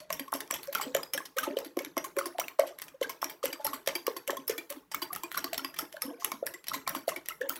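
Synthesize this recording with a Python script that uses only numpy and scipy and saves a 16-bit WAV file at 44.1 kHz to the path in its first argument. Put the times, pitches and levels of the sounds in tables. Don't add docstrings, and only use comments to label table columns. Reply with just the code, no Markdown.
import sys
import numpy as np
from scipy import signal
from scipy.fft import rfft, irfft
from scipy.io import wavfile
from scipy.ndimage import uniform_filter1d

SR = 44100
rng = np.random.default_rng(int(sys.argv[2]) if len(sys.argv) > 2 else 0)


def volts_from_decibels(level):
    exponent = np.asarray(level, float) / 20
    return 10 ** exponent


def pcm_store(signal):
    levels = np.round(np.clip(np.atleast_2d(signal), -1, 1) * 32767)
    wavfile.write(sys.argv[1], SR, levels.astype(np.int16).T)


N = 334719

# (time [s], glass ring level [dB], tine ring level [dB], contact [ms])
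DIPS = [(0.104, -33.5, -39, 1.1), (0.3205, -44, -36.5, 5.3), (0.5099, -27.5, -27, 1.5),
        (0.7264, -39.5, -36.5, 8.1), (0.9481, -26.5, -28, 2.5), (1.1346, -33, -25.5, 11),
        (1.3672, -41, -40, 12), (1.5685, -41.5, -47, 6.3), (1.7704, -41, -41, 1.6),
        (1.9682, -37, -42, 0.97), (2.1671, -36.5, -39, 0.6), (2.3843, -35.5, -46, 0.6),
        (2.787, -43.5, -38, 1.9), (3.012, -41.5, -48.5, 11), (3.2156, -41, -37.5, 33),
        (3.4392, -36, -35, 0.28), (3.645, -39, -25, 17), (3.862, -41, -44, 4), (4.2765, -33, -29.5, 4.1),
        (4.4792, -43.5, -24.5, 5.3), (4.703, -41, -30, 0.7), (4.915, -39, -47, 15),
        (5.13, -40.5, -28.5, 3.6), (5.342, -41.5, -45, 34), (5.5317, -31, -34, 3.2), (5.741, -44, -48, 8.5),
        (6.8768, -27, -32, 0.9), (7.081, -37, -34, 0.45), (7.259, -45, -43, 2.3)]
# (time [s], glass ring level [dB], tine ring level [dB], contact [ms])
STRIKES = [(.127, -33, -27, 1), (0.3382, -33.5, -27.5, 0.71), (0.5406, -32.5, -31, 0.84),
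           (0.7504, -30.5, -26, 0.18), (0.9652, -34.5, -30, 5.5), (1.1765, -33, -33, 3.5),
           (1.3853, -28, -24.5, 0.79), (1.588, -38, -35, 2.1), (1.7904, -34, -35, 0.94),
           (1.978, -32.5, -31.5, 5.4), (2.1854, -35.5, -29.5, 13), (2.398, -32.5, -26.5, 3.3),
           (2.818, -37.5, -33.5, 1.2), (3.0279, -37, -38, 17), (3.243, -29, -30, 1.3),
           (3.456, -31, -25, 1.06), (3.6664, -32.5, -26, 3.8), (3.8742, -27.5, -28, 2.7),
           (4.305, -30.5, -34.5, 2.2), (4.4943, -32.5, -32.5, 20), (4.7239, -42.5, -42.5, 2.9),
           (4.9454, -35, -28, 4.5), (5.161, -40, -30.5, 1.5), (5.375, -32, -26.5, 0.42),
           (5.5793, -31, -28, 2.6), (5.7883, -31, -28, 0.98), (6.8919, -44, -28.5, 1.6),
           (7.087, -33.5, -37.5, 18.4), (7.2856, -34.5, -26.5, 6.7)]
# (time [s], glass ring level [dB], tine ring level [dB], contact [ms])
SLAPS = [
    (2.5954, -30.5, -29.5, 1.4),
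    (4.067, -32.5, -25.5, 2.5),
    (6.0199, -33.5, -24, 2.3),
    (6.2462, -31, -20.5, 3),
    (6.4658, -34.5, -28, 3.5),
    (6.6833, -35, -29, 1.5),
    (7.4944, -34.5, -21.5, 1.9),
]
# (time [s], glass ring level [dB], contact [ms])
RETURNS = [(0.1953, -33.5, 6.6), (0.4047, -36, 6.5), (0.6321, -41, 1), (0.8104, -36, 29),
           (1.0316, -38.5, 4), (1.4294, -37.5, 31), (1.645, -44, 26), (1.848, -38.5, 2.9),
           (2.041, -40.5, 19), (2.256, -37, 20), (2.482, -39.5, 2.9), (2.667, -47, 30),
           (3.0939, -37.5, 18.5), (3.2955, -41.5, 21), (3.5277, -38, 11), (3.7303, -39.5, 30),
           (3.952, -34, 14), (4.1647, -38.5, 10), (4.369, -41, 5.9), (4.5795, -37, 8.9), (5.018, -37.5, 19),
           (5.235, -35.5, 2.8), (5.4421, -31, 4.8), (5.647, -34, 0.79), (6.3177, -35, 2.7),
           (6.7453, -44, 3.1), (6.9463, -38, 34), (7.161, -41.5, 9.6), (7.5562, -43, 17)]
# (time [s], glass ring level [dB], contact [ms])
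GRAZES = [(.001, -46.5, 26), (0.52, -46, 3.4), (1.253, -42, 15), (2.881, -46, 9.7), (3.8855, -32.5, 3.2),
          (4.938, -44.5, 2.7), (5.15, -40, 3.1), (5.3168, -36.5, 0.51), (5.3888, -50.5, 4),
          (5.762, -45, 16), (5.9268, -45, 0.2), (5.967, -48, 0.7), (6.196, -48.5, 78), (6.538, -42, 9.3),
          (6.641, -47, 5.7), (6.669, -41.5, 3.4), (6.7338, -34.5, 35), (7.4118, -45.5, 8.9),
          (0.28, -50.5, 3.4), (0.476, -51.5, 2.3), (0.673, -44, 2.2), (5.544, -34.5, 2.9),
          (3.8746, -28, 2.2), (3.601, -55, 95), (4.08, -43, 1.7), (7.3, -46, 12)]
# (frequency [Hz], bandwidth [Hz], level [dB])
GLASS_MODES = [
    (2000, 700, -16.5),
    (3160, 630, -19.5),
    (4690, 33, -20.5),
    (5610, 450, -22),
    (6260, 78, -23),
    (7480, 31, -13.5),
    (8060, 130, -19),
]
# (frequency [Hz], bandwidth [Hz], level [dB])
STEEL_MODES = [
    (10250, 260, -8),
    (11500, 300, 1),
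    (12550, 340, 0),
    (14950, 500, -7),
]
# (time of peak [s], level [dB], frequency [Hz], half length [ms])
PLOPS = [(.1069, -31.5, 621, 4.8), (0.353, -34, 558, 2.3), (0.5303, -37, 576, 3.1),
         (0.9526, -18, 547.5, 2.7), (1.152, -34, 543, 4.8), (1.372, -30, 506, 5.9),
         (1.5715, -20, 496, 3.05), (1.9757, -29, 584, 3), (2.1816, -29.5, 557, 14.7),
         (2.39, -21.5, 702, 1.4), (2.5963, -13, 584, 3.4), (3.017, -20.5, 492.4, 2.9),
         (2.173, -27, 392, 4.5), (3.442, -22, 510.4, 3.5), (3.6517, -35, 583, 7), (3.8769, -23, 533, 2.85),
         (4.082, -19.5, 453.5, 2.66), (4.289, -30.5, 553, 5.3), (4.5, -21.5, 454, 4.1),
         (4.713, -40, 567, 10.5), (5.5319, -31, 683, 3.1), (6.09, -44, 498, 14), (6.4293, -23.5, 544, 2.44),
         (7.0811, -19.5, 597, 2.14), (7.4171, -26.5, 492, 8), (7.44, -35, 540, 8.2)]
# (time of peak [s], level [dB], frequency [Hz], half length [ms])
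GLUGS = [(0.0259, -46.5, 609, 17), (0.1357, -44.5, 622, 19), (1.772, -31.5, 534, 3.7),
         (0.6891, -34.5, 555, 9.6), (0.8846, -42, 498, 34), (1.47, -34.5, 860, 2.5), (1.4791, -32, 564, 5),
         (1.5121, -40, 591, 15), (1.535, -39.5, 401, 14), (1.6093, -37.5, 550, 2), (1.8097, -35, 543, 4.7),
         (2.3541, -43, 716, 6.6), (2.634, -37, 570, 6.2), (2.6355, -29.5, 682, 2.8), (3.603, -39.5, 604, 6),
         (2.6799, -43, 555, 5.8), (2.7103, -41, 641, 2.7), (2.9483, -45.5, 534, 6.3),
         (3.4685, -43, 526, 4.8), (3.605, -43.5, 852, 11), (4.3325, -28, 548, 2.3), (4.301, -28, 408, 4),
         (5.133, -44.5, 722, 8.7), (5.9475, -39, 614, 6.7), (5.9764, -47, 588, 10), (6.045, -42.5, 500, 10),
         (6.112, -45.5, 712, 4.4), (6.14, -42.5, 478, 16), (6.21, -54, 698, 28), (7.1178, -40.5, 604, 20),
         (7.47, -44, 511, 9.4)]
# (time of peak [s], level [dB], frequency [Hz], half length [ms])
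BLIPS = [(0.7558, -19.5, 1370.0, 2.5), (0.7817, -34.5, 1340.0, 8.1), (0.7997, -26.5, 1106, 0.99),
         (0.8007, -36.5, 823, 6.7), (0.8143, -27, 1202, 1.4), (0.9492, -30, 1750.0, 2.6),
         (0.97, -35, 1266, 3.3), (1.1808, -25, 1660, 2.9), (1.3826, -27, 1240, 3.8),
         (1.3892, -22.5, 1540.0, 3.2), (1.4373, -26.5, 1253, 6.1), (1.772, -36.5, 1085, 1.9),
         (2.0478, -32, 1090.0, 2.7), (2.1732, -38, 1065, 3.2), (2.188, -32, 1154, 3.2),
         (2.191, -23, 1392, 1.3), (2.213, -26.5, 1236, 2), (2.2587, -34, 1062, 3.3),
         (2.4073, -37.5, 1001, 8.5), (2.4165, -29, 1297, 2.2), (3.0211, -39.5, 1030.0, 3.7),
         (3.0484, -32, 1580, 6.2), (3.099, -35, 1017, 3.6), (3.4307, -30.5, 1197, 2.1),
         (3.6572, -34.5, 884, 11), (3.677, -28.5, 1308, 2), (3.734, -28.5, 1129, 2.4),
         (4.071, -33, 1180, 4.6), (4.1674, -37.5, 1047, 2.8), (4.298, -25, 1750, 1.8),
         (4.373, -34.5, 1043, 4.3), (4.9462, -25.5, 1249, 2.4), (5.0221, -31.5, 1005, 2.5),
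         (5.109, -34, 1162, 4.6), (5.1635, -32, 1244, 2.2), (5.237, -33, 990, 2.9),
         (5.3476, -26, 1430, 1.5), (5.3732, -29.5, 1183, 5.3), (5.3813, -30, 1438, 4),
         (5.4706, -39, 1177, 7.5), (5.5954, -33.5, 1370.0, 3.7), (5.6502, -37, 1099, 4.8),
         (5.7943, -28.5, 1320, 3.9), (5.97, -33.5, 1585, 1.5), (6.027, -36.5, 1230, 6.2),
         (6.224, -35, 1103, 2), (6.4738, -27, 1750.0, 1.1), (6.718, -25.5, 1245, 1.9),
         (6.7449, -31.5, 1006, 4.3), (7.3096, -34, 1300, 5), (7.4173, -24, 1710, 2.4),
         (7.5064, -31, 1344, 4.2)]
# (time of peak [s], level [dB], frequency [Hz], half length [ms])
SPITS = [(0.8196, -31, 2190.0, 1.8), (0.8385, -34.5, 3110, 3.2), (1.142, -32, 2980, 2.7),
         (1.4337, -36, 3060, 2.5), (1.571, -29, 3010, 1.6), (1.7934, -35, 2200.0, 5.9),
         (1.8493, -42.5, 2290.0, 4.8), (1.9795, -29.5, 2090.0, 2.4), (2.1905, -25.5, 2080.0, 1.1),
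         (2.4005, -34, 2190.0, 3.1), (2.442, -37, 2700.0, 2.7), (2.4834, -27.5, 2310.0, 1.1),
         (2.6046, -29.5, 2110.0, 2.0), (3.0306, -30, 2080.0, 2.6), (3.0274, -28.5, 3100, 1.5),
         (3.1, -40, 2210.0, 3.8), (3.505, -39.5, 2940, 2), (3.533, -33.5, 2290.0, 3.3),
         (3.8902, -29, 2090.0, 2), (3.9568, -30, 2310.0, 4.3), (3.9635, -35, 3160, 3.8),
         (4.0684, -31.5, 2230.0, 1.8), (4.071, -34.5, 2850, 3.5), (4.3753, -40.5, 3310, 4.8),
         (4.5152, -41, 2060.0, 6.4), (4.5835, -36.5, 3400, 3.8), (4.589, -38, 2340, 11),
         (4.9483, -32.5, 2210, 5.7), (5.0264, -32, 2986, 2.8), (5.0296, -38.5, 3360, 6.5),
         (5.2445, -39.5, 2400, 8.7), (5.38, -34.5, 3980, 4.1), (5.5958, -35.5, 3000, 1.8),
         (5.7896, -29, 3320, 2), (7.3224, -36.5, 2060.0, 3.4), (6.3201, -31.5, 2200.0, 3),
         (6.5466, -38.5, 1985, 6.8), (6.7407, -37.5, 2000.0, 7.1), (6.8686, -38, 2330.0, 3.5),
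         (6.951, -25.5, 3196, 0.56), (7.1646, -30.5, 2250.0, 3.4), (7.297, -35.5, 2840, 3.1)]
# (time of peak [s], level [dB], frequency [Hz], half length [ms])
PINGS = [(0.1297, -30, 5720, 1.6), (0.525, -29.5, 5780, 3.9), (0.8163, -34, 7330, 3.4),
         (1.0346, -32, 5000, 3.4), (1.137, -26, 5300, 1.6), (1.141, -31.5, 6350, 4.3),
         (1.1559, -42.5, 5590.0, 11), (1.9785, -31, 5760, 1), (2.187, -40, 5700.0, 6.7),
         (2.404, -34, 5860, 6.3), (3.221, -37, 5480, 4.1), (3.2446, -28, 5670.0, 1.2),
         (3.5295, -34, 4770.0, 2.5), (3.652, -32, 5500, 3.1), (3.8767, -31, 4770.0, 1.7),
         (3.955, -25.5, 4755, 1.7), (4.1725, -38.5, 4530.0, 3), (4.48, -28, 5250, 1.2),
         (5.0268, -31.5, 4690.0, 5.9), (5.3805, -36.5, 5620, 8.1), (5.4434, -30.5, 4560, 1.3),
         (5.5804, -31, 5400.0, 3.4), (5.6487, -27.5, 4880.0, 1.9), (5.7938, -34, 5350, 3.1),
         (6.025, -26.5, 5320, 1.3), (6.2478, -32.5, 6330, 3.4), (6.686, -29.5, 5570.0, 1.9),
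         (6.746, -39, 7530, 5.7), (6.8938, -33, 5710.0, 2.4), (6.9656, -35, 4640.0, 1.1),
         (7.4946, -33.5, 6590, 2.2)]
# (time of peak [s], level [dB], frequency [Hz])
KNOCKS = [(0.21, -39, 275), (0.3499, -34.5, 287), (0.8708, -35, 274), (1.479, -28, 330.3),
          (1.507, -32.5, 274.7), (1.6664, -39.5, 304), (1.7738, -23, 353), (1.8732, -42.5, 308),
          (1.973, -29.5, 321), (2.268, -34.5, 348), (3.259, -40, 306), (3.462, -42, 281), (3.54, -45, 306),
          (3.745, -44.5, 261), (3.96, -35, 338), (4.17, -43.5, 341), (4.392, -42.5, 267),
          (4.5872, -40, 324.4), (4.773, -43.5, 296.5), (5.0278, -37.5, 330), (5.245, -40, 328),
          (5.4492, -36.5, 320.5), (5.625, -42, 301), (5.6516, -40.5, 307), (5.831, -39.5, 290),
          (6.056, -38, 255.5), (6.083, -37, 282), (6.108, -37.5, 305), (6.3419, -39, 243),
          (6.548, -47, 357), (6.765, -41, 274), (6.966, -33, 279), (7.171, -41.5, 347), (7.5081, -43, 292)]
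# (pitch ratio, relative level [dB])
KNOCK_OVERTONE = (2, -17.5)
# (time of peak [s], level [dB])
CLUNKS = [(0.1059, -27.5), (0.2822, -42), (0.329, -17.5), (0.508, -29), (1.9698, -22), (2.5924, -22.5),
          (3.229, -17), (4.08, -24.5), (4.297, -23), (7.121, -34.5), (1.206, -37.5), (5.4433, -39),
          (6.2475, -30.5), (6.32, -26), (6.8758, -22.5), (6.951, -24.5)]
# (frequency [Hz], bandwidth [Hz], level [dB])
BODY_MODES = [
    (275, 18, 5),
    (350, 22, 1),
    (552, 22, 1.5),
    (670, 34, 4),
    (870, 30, -1),
    (1070, 35, 2.5),
]
# (frequency [Hz], reverberation time [s])
ROOM_DECAY = [
    (300, 0.4),
    (3000, 0.14),
    (15000, 0.41),
]
# (frequency [Hz], level [dB per Hz])
AIR_SPECTRUM = [
    (500, -36),
    (1000, -2),
    (16000, -24),
]
# (time [s], rumble level [dB])
ROCKING = [
    (1.4, -65.5),
    (2.8, -66.5),
    (4.4, -68.5),
    (5.4, -63),
    (7.6, -64),
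]
# (frequency [Hz], bandwidth [Hz], level [dB])
COUNTER_MODES = [(67.0, 36, 0.5), (158.7, 48, 6.2)]

DIP_HZ, STRIKE_HZ, RETURN_HZ, GRAZE_HZ = 6000, 5750, 4700, 5200
RETURN_STEEL_DB, GRAZE_STEEL_DB = 1.5, -3.5
REFERENCE_DB = -30
TOUCH_LEAD = 400
POCKET_LEAD = .03


def fork():
    touches = [(*row, DIP_HZ) for row in DIPS]
    touches += [(*row, STRIKE_HZ) for row in STRIKES + SLAPS]
    touches += [(s, db, db + RETURN_STEEL_DB, ms, RETURN_HZ) for s, db, ms in RETURNS]
    touches += [(s, db, db + GRAZE_STEEL_DB, ms, GRAZE_HZ) for s, db, ms in GRAZES]
    clicks = np.zeros(N)
    for s, *touch in touches:
        add(clicks, s - TOUCH_LEAD / SR, tine(*touch))
    return clicks


def tine(glass_db, steel_db, ms, place_hz):
    t, hz = np.arange(-TOUCH_LEAD, 8192 - TOUCH_LEAD) / SR, np.fft.rfftfreq(8192, 1 / SR)
    contact = np.exp(-t / (ms * 0.00051)) * np.clip(t / (ms * 0.00009), 0, 1)
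    drag = 0.033 * np.exp(-abs(t) / np.where(t < 0, .004, .02))

    octave_gap = np.log(np.array(GLASS_MODES)[:, :1] / place_hz)
    near = volts_from_decibels(9 * np.exp(-(octave_gap / .06) ** 2))
    spot = volts_from_decibels(5 * rng.standard_normal((len(GLASS_MODES) + len(STEEL_MODES), 1)))
    steel_spot, glass_spot = spot[:len(STEEL_MODES)], spot[len(STEEL_MODES):]
    wet = 1 + .007 * rng.standard_normal(2)

    grit = rng.standard_normal(len(hz))
    fine = evened(uniform_filter1d(grit, size=40))
    broad = evened(uniform_filter1d(grit, size=350))
    minor = causal(volts_from_decibels(4.5 * fine + 3.5 * broad))
    scrape = 0.19 / (1 + (hz / 7500) ** 4) * hz / (hz + 900) * minor
    glass = (np.maximum(near * 2.14, glass_spot) * modes(GLASS_MODES, hz * wet[0])).sum(0) + scrape
    steel = (steel_spot * modes(STEEL_MODES, hz * wet[1])).sum(0) + 0.042 * minor * (hz / 12000) ** 2

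    dull = 1 / (1 + 1j * hz / 3000) ** 2
    floor_db = glass_db - 4.5 + 0.16 * (glass_db - REFERENCE_DB + 4)
    out = 0
    for db, body in ((floor_db, glass * dull), (glass_db, glass * (1 - dull)), (steel_db, steel)):
        clumps = volts_from_decibels(7 * evened(uniform_filter1d(rng.standard_normal(len(t)), size=90)))
        grains = rng.standard_normal(len(t)) * volts_from_decibels(3.95 * np.minimum(rng.exponential(1, len(t)), 5))
        chatter = grains * (contact * clumps ** .5 + drag * clumps)
        ring = irfft(rfft(chatter) * body)
        loudest = np.sqrt(uniform_filter1d(ring ** 2, size=88).max())
        out = out + volts_from_decibels(db) * ring / loudest
    return out * np.clip((.165 - t) / .03, 0, 1)


def pockets():
    egg = np.zeros(N)
    for s, *row in PLOPS + GLUGS + BLIPS + SPITS:
        add(egg, s - POCKET_LEAD, pocket(*row, climb=.04))
    for s, *row in PINGS:
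        add(egg, s - POCKET_LEAD, pocket(*row, climb=0, rough=.02, linger=.15))
    knock = dict(ms=4.32, shortening=0.33)
    for s, db, hz in KNOCKS:
        add(egg, s - POCKET_LEAD, burst(db, hz, **knock))
    for s, db in CLUNKS:
        add(egg, s - POCKET_LEAD, burst(db, 1090, ms=1.83, shortening=0.62))
    ratio, overtone_db = KNOCK_OVERTONE
    for s, db, hz in KNOCKS:
        add(egg, s - POCKET_LEAD, burst(db + overtone_db, hz * ratio, **knock))
    return egg


def pocket(db, hz, ms, climb, rough=0.047, linger=0):
    t = np.arange(-POCKET_LEAD, .15, 1 / SR)
    rise = 2. ** -((t * 1500 / ms) ** 2)
    fall = 2. ** -(abs(t * 1100 / ms) ** 1.37)
    swell = np.where(t < 0, rise, fall)
    swell = np.maximum(swell, linger * np.exp(-t / 0.033) * (t > 0))
    wobble = evened(uniform_filter1d(rng.standard_normal(len(t)), size=int(2 * SR / hz)))
    glide = climb * np.tanh(t * 500 / ms)
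    roughness = rough * wobble * np.tanh(abs(t) * 700 / ms)
    turns = np.cumsum(hz * (1 + glide + roughness)) / SR
    return volts_from_decibels(db) * swell * np.sin(2 * np.pi * (turns + rng.random()))


def burst(db, hz, ms, shortening):
    return pocket(db, hz, ms * volts_from_decibels(shortening * (REFERENCE_DB - db)), climb=.04)


def froth(stir):
    wake = signal.lfilter([1], [1, -np.exp(-1 / (.03 * SR))], abs(stir))
    wake = np.roll(uniform_filter1d(wake, size=700), -150)
    t, out = np.arange(1800) / SR, np.zeros(N)
    for hz in np.r_[np.geomspace(250, 380, num=3), 560, np.geomspace(780, 7000, num=26)]:
        bursts = rng.random(N) < 45 / SR
        pops = bursts * volts_from_decibels(6 * np.minimum(rng.exponential(1, N), 2.5)) * wake
        grain = np.sin(2 * np.pi * hz * t * (1 + 5 * t)) * t * hz * np.exp(-t * hz / 3.5)
        weight = (hz / 1000) ** -.1 * hz / (hz + 600)
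        out += signal.oaconvolve(pops, grain * weight)[:N]
    return volts_from_decibels(-53) * evened(out)


def kitchen(x):
    hz, t, spectrum = signal.stft(rng.standard_normal((2, SR // 2)), SR, nperseg=256)
    decay = volts_from_decibels(-60 * t / read(ROOM_DECAY, hz)[:, None])
    tails = signal.istft(spectrum * decay, SR, nperseg=256)[1]
    tails *= np.clip(np.arange(tails.shape[1]) / (0.0014 * SR) - .5, 0, 1)
    sway = 2 * np.pi * 1.7 * np.arange(N) / SR
    fed = x * np.array([np.cos(sway), np.sin(sway)])
    return signal.fftconvolve(fed, tails / np.linalg.norm(tails[0]), axes=1).sum(0)[:N]


def hum(stir):
    hz = np.fft.rfftfreq(N, 1 / SR)
    air = evened(irfft(rfft(rng.standard_normal(N)) * volts_from_decibels(read(AIR_SPECTRUM, hz)), N))
    counter = modes(COUNTER_MODES, hz).sum(0) * hz / (hz + 60)
    rumble = evened(irfft(rfft(rng.standard_normal(N)) * counter, N))
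    lumps = evened(uniform_filter1d(rng.standard_normal(N), size=4000))
    strokes = evened(np.roll(uniform_filter1d(abs(stir), size=2600), 900))
    shove = evened(0.57 + strokes ** 1.5)
    rocking_db = np.interp(np.arange(N) / SR, *np.transpose(ROCKING))
    return volts_from_decibels(-76) * air + volts_from_decibels(-2 + rocking_db + 3.2 * lumps) * shove * rumble


def modes(table, hz):
    f, width, db = np.transpose(table)[:, :, None]
    return volts_from_decibels(db) / (1 + 2j * (hz - f) / width)


def causal(gain):
    echo = irfft(np.log(gain))
    half = len(echo) // 2
    echo[1:half] *= 2
    return np.exp(rfft(echo[:half], len(echo)))


def evened(x):
    return x / np.sqrt(np.mean(abs(x) ** 2) + 1e-20)


def read(points, hz):
    f, value = np.transpose(points)
    return np.interp(np.log(hz + 1), np.log(f + 1), value)


def add(mix, s, sound):
    at = round(s * SR)
    part = mix[max(at, 0):at + len(sound)]
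    part += sound[max(-at, 0):][:len(part)]


def scene():
    clicks, egg = fork(), pockets()
    dry = clicks + egg + froth(clicks + .5 * egg)
    dry = signal.sosfilt(signal.butter(2, 220, "high", fs=SR, output="sos"), dry)
    hz = np.fft.rfftfreq(N, 1 / SR)
    bowl = irfft(rfft(dry) * modes(BODY_MODES, hz).sum(0), N)
    spread = .55 + volts_from_decibels(15) * modes(GLASS_MODES, hz).sum(0) + 1 / (1 + 1j * hz / 1500)
    radiated = irfft(rfft(dry - 0.17 * egg) * spread, N)
    return (dry + bowl + volts_from_decibels(-9.5) * kitchen(radiated) + hum(clicks))[None]


def top_cut(x):
    return signal.sosfilt(signal.butter(12, 16980, fs=SR, output="sos"), x)


def record(dry):
    edge = signal.firwin(301, 15950, window=("kaiser", 6), fs=SR)
    mix = signal.oaconvolve(dry, edge[None], "same")
    return top_cut(mix)


dry = scene()
out = record(dry)
pcm_store(out)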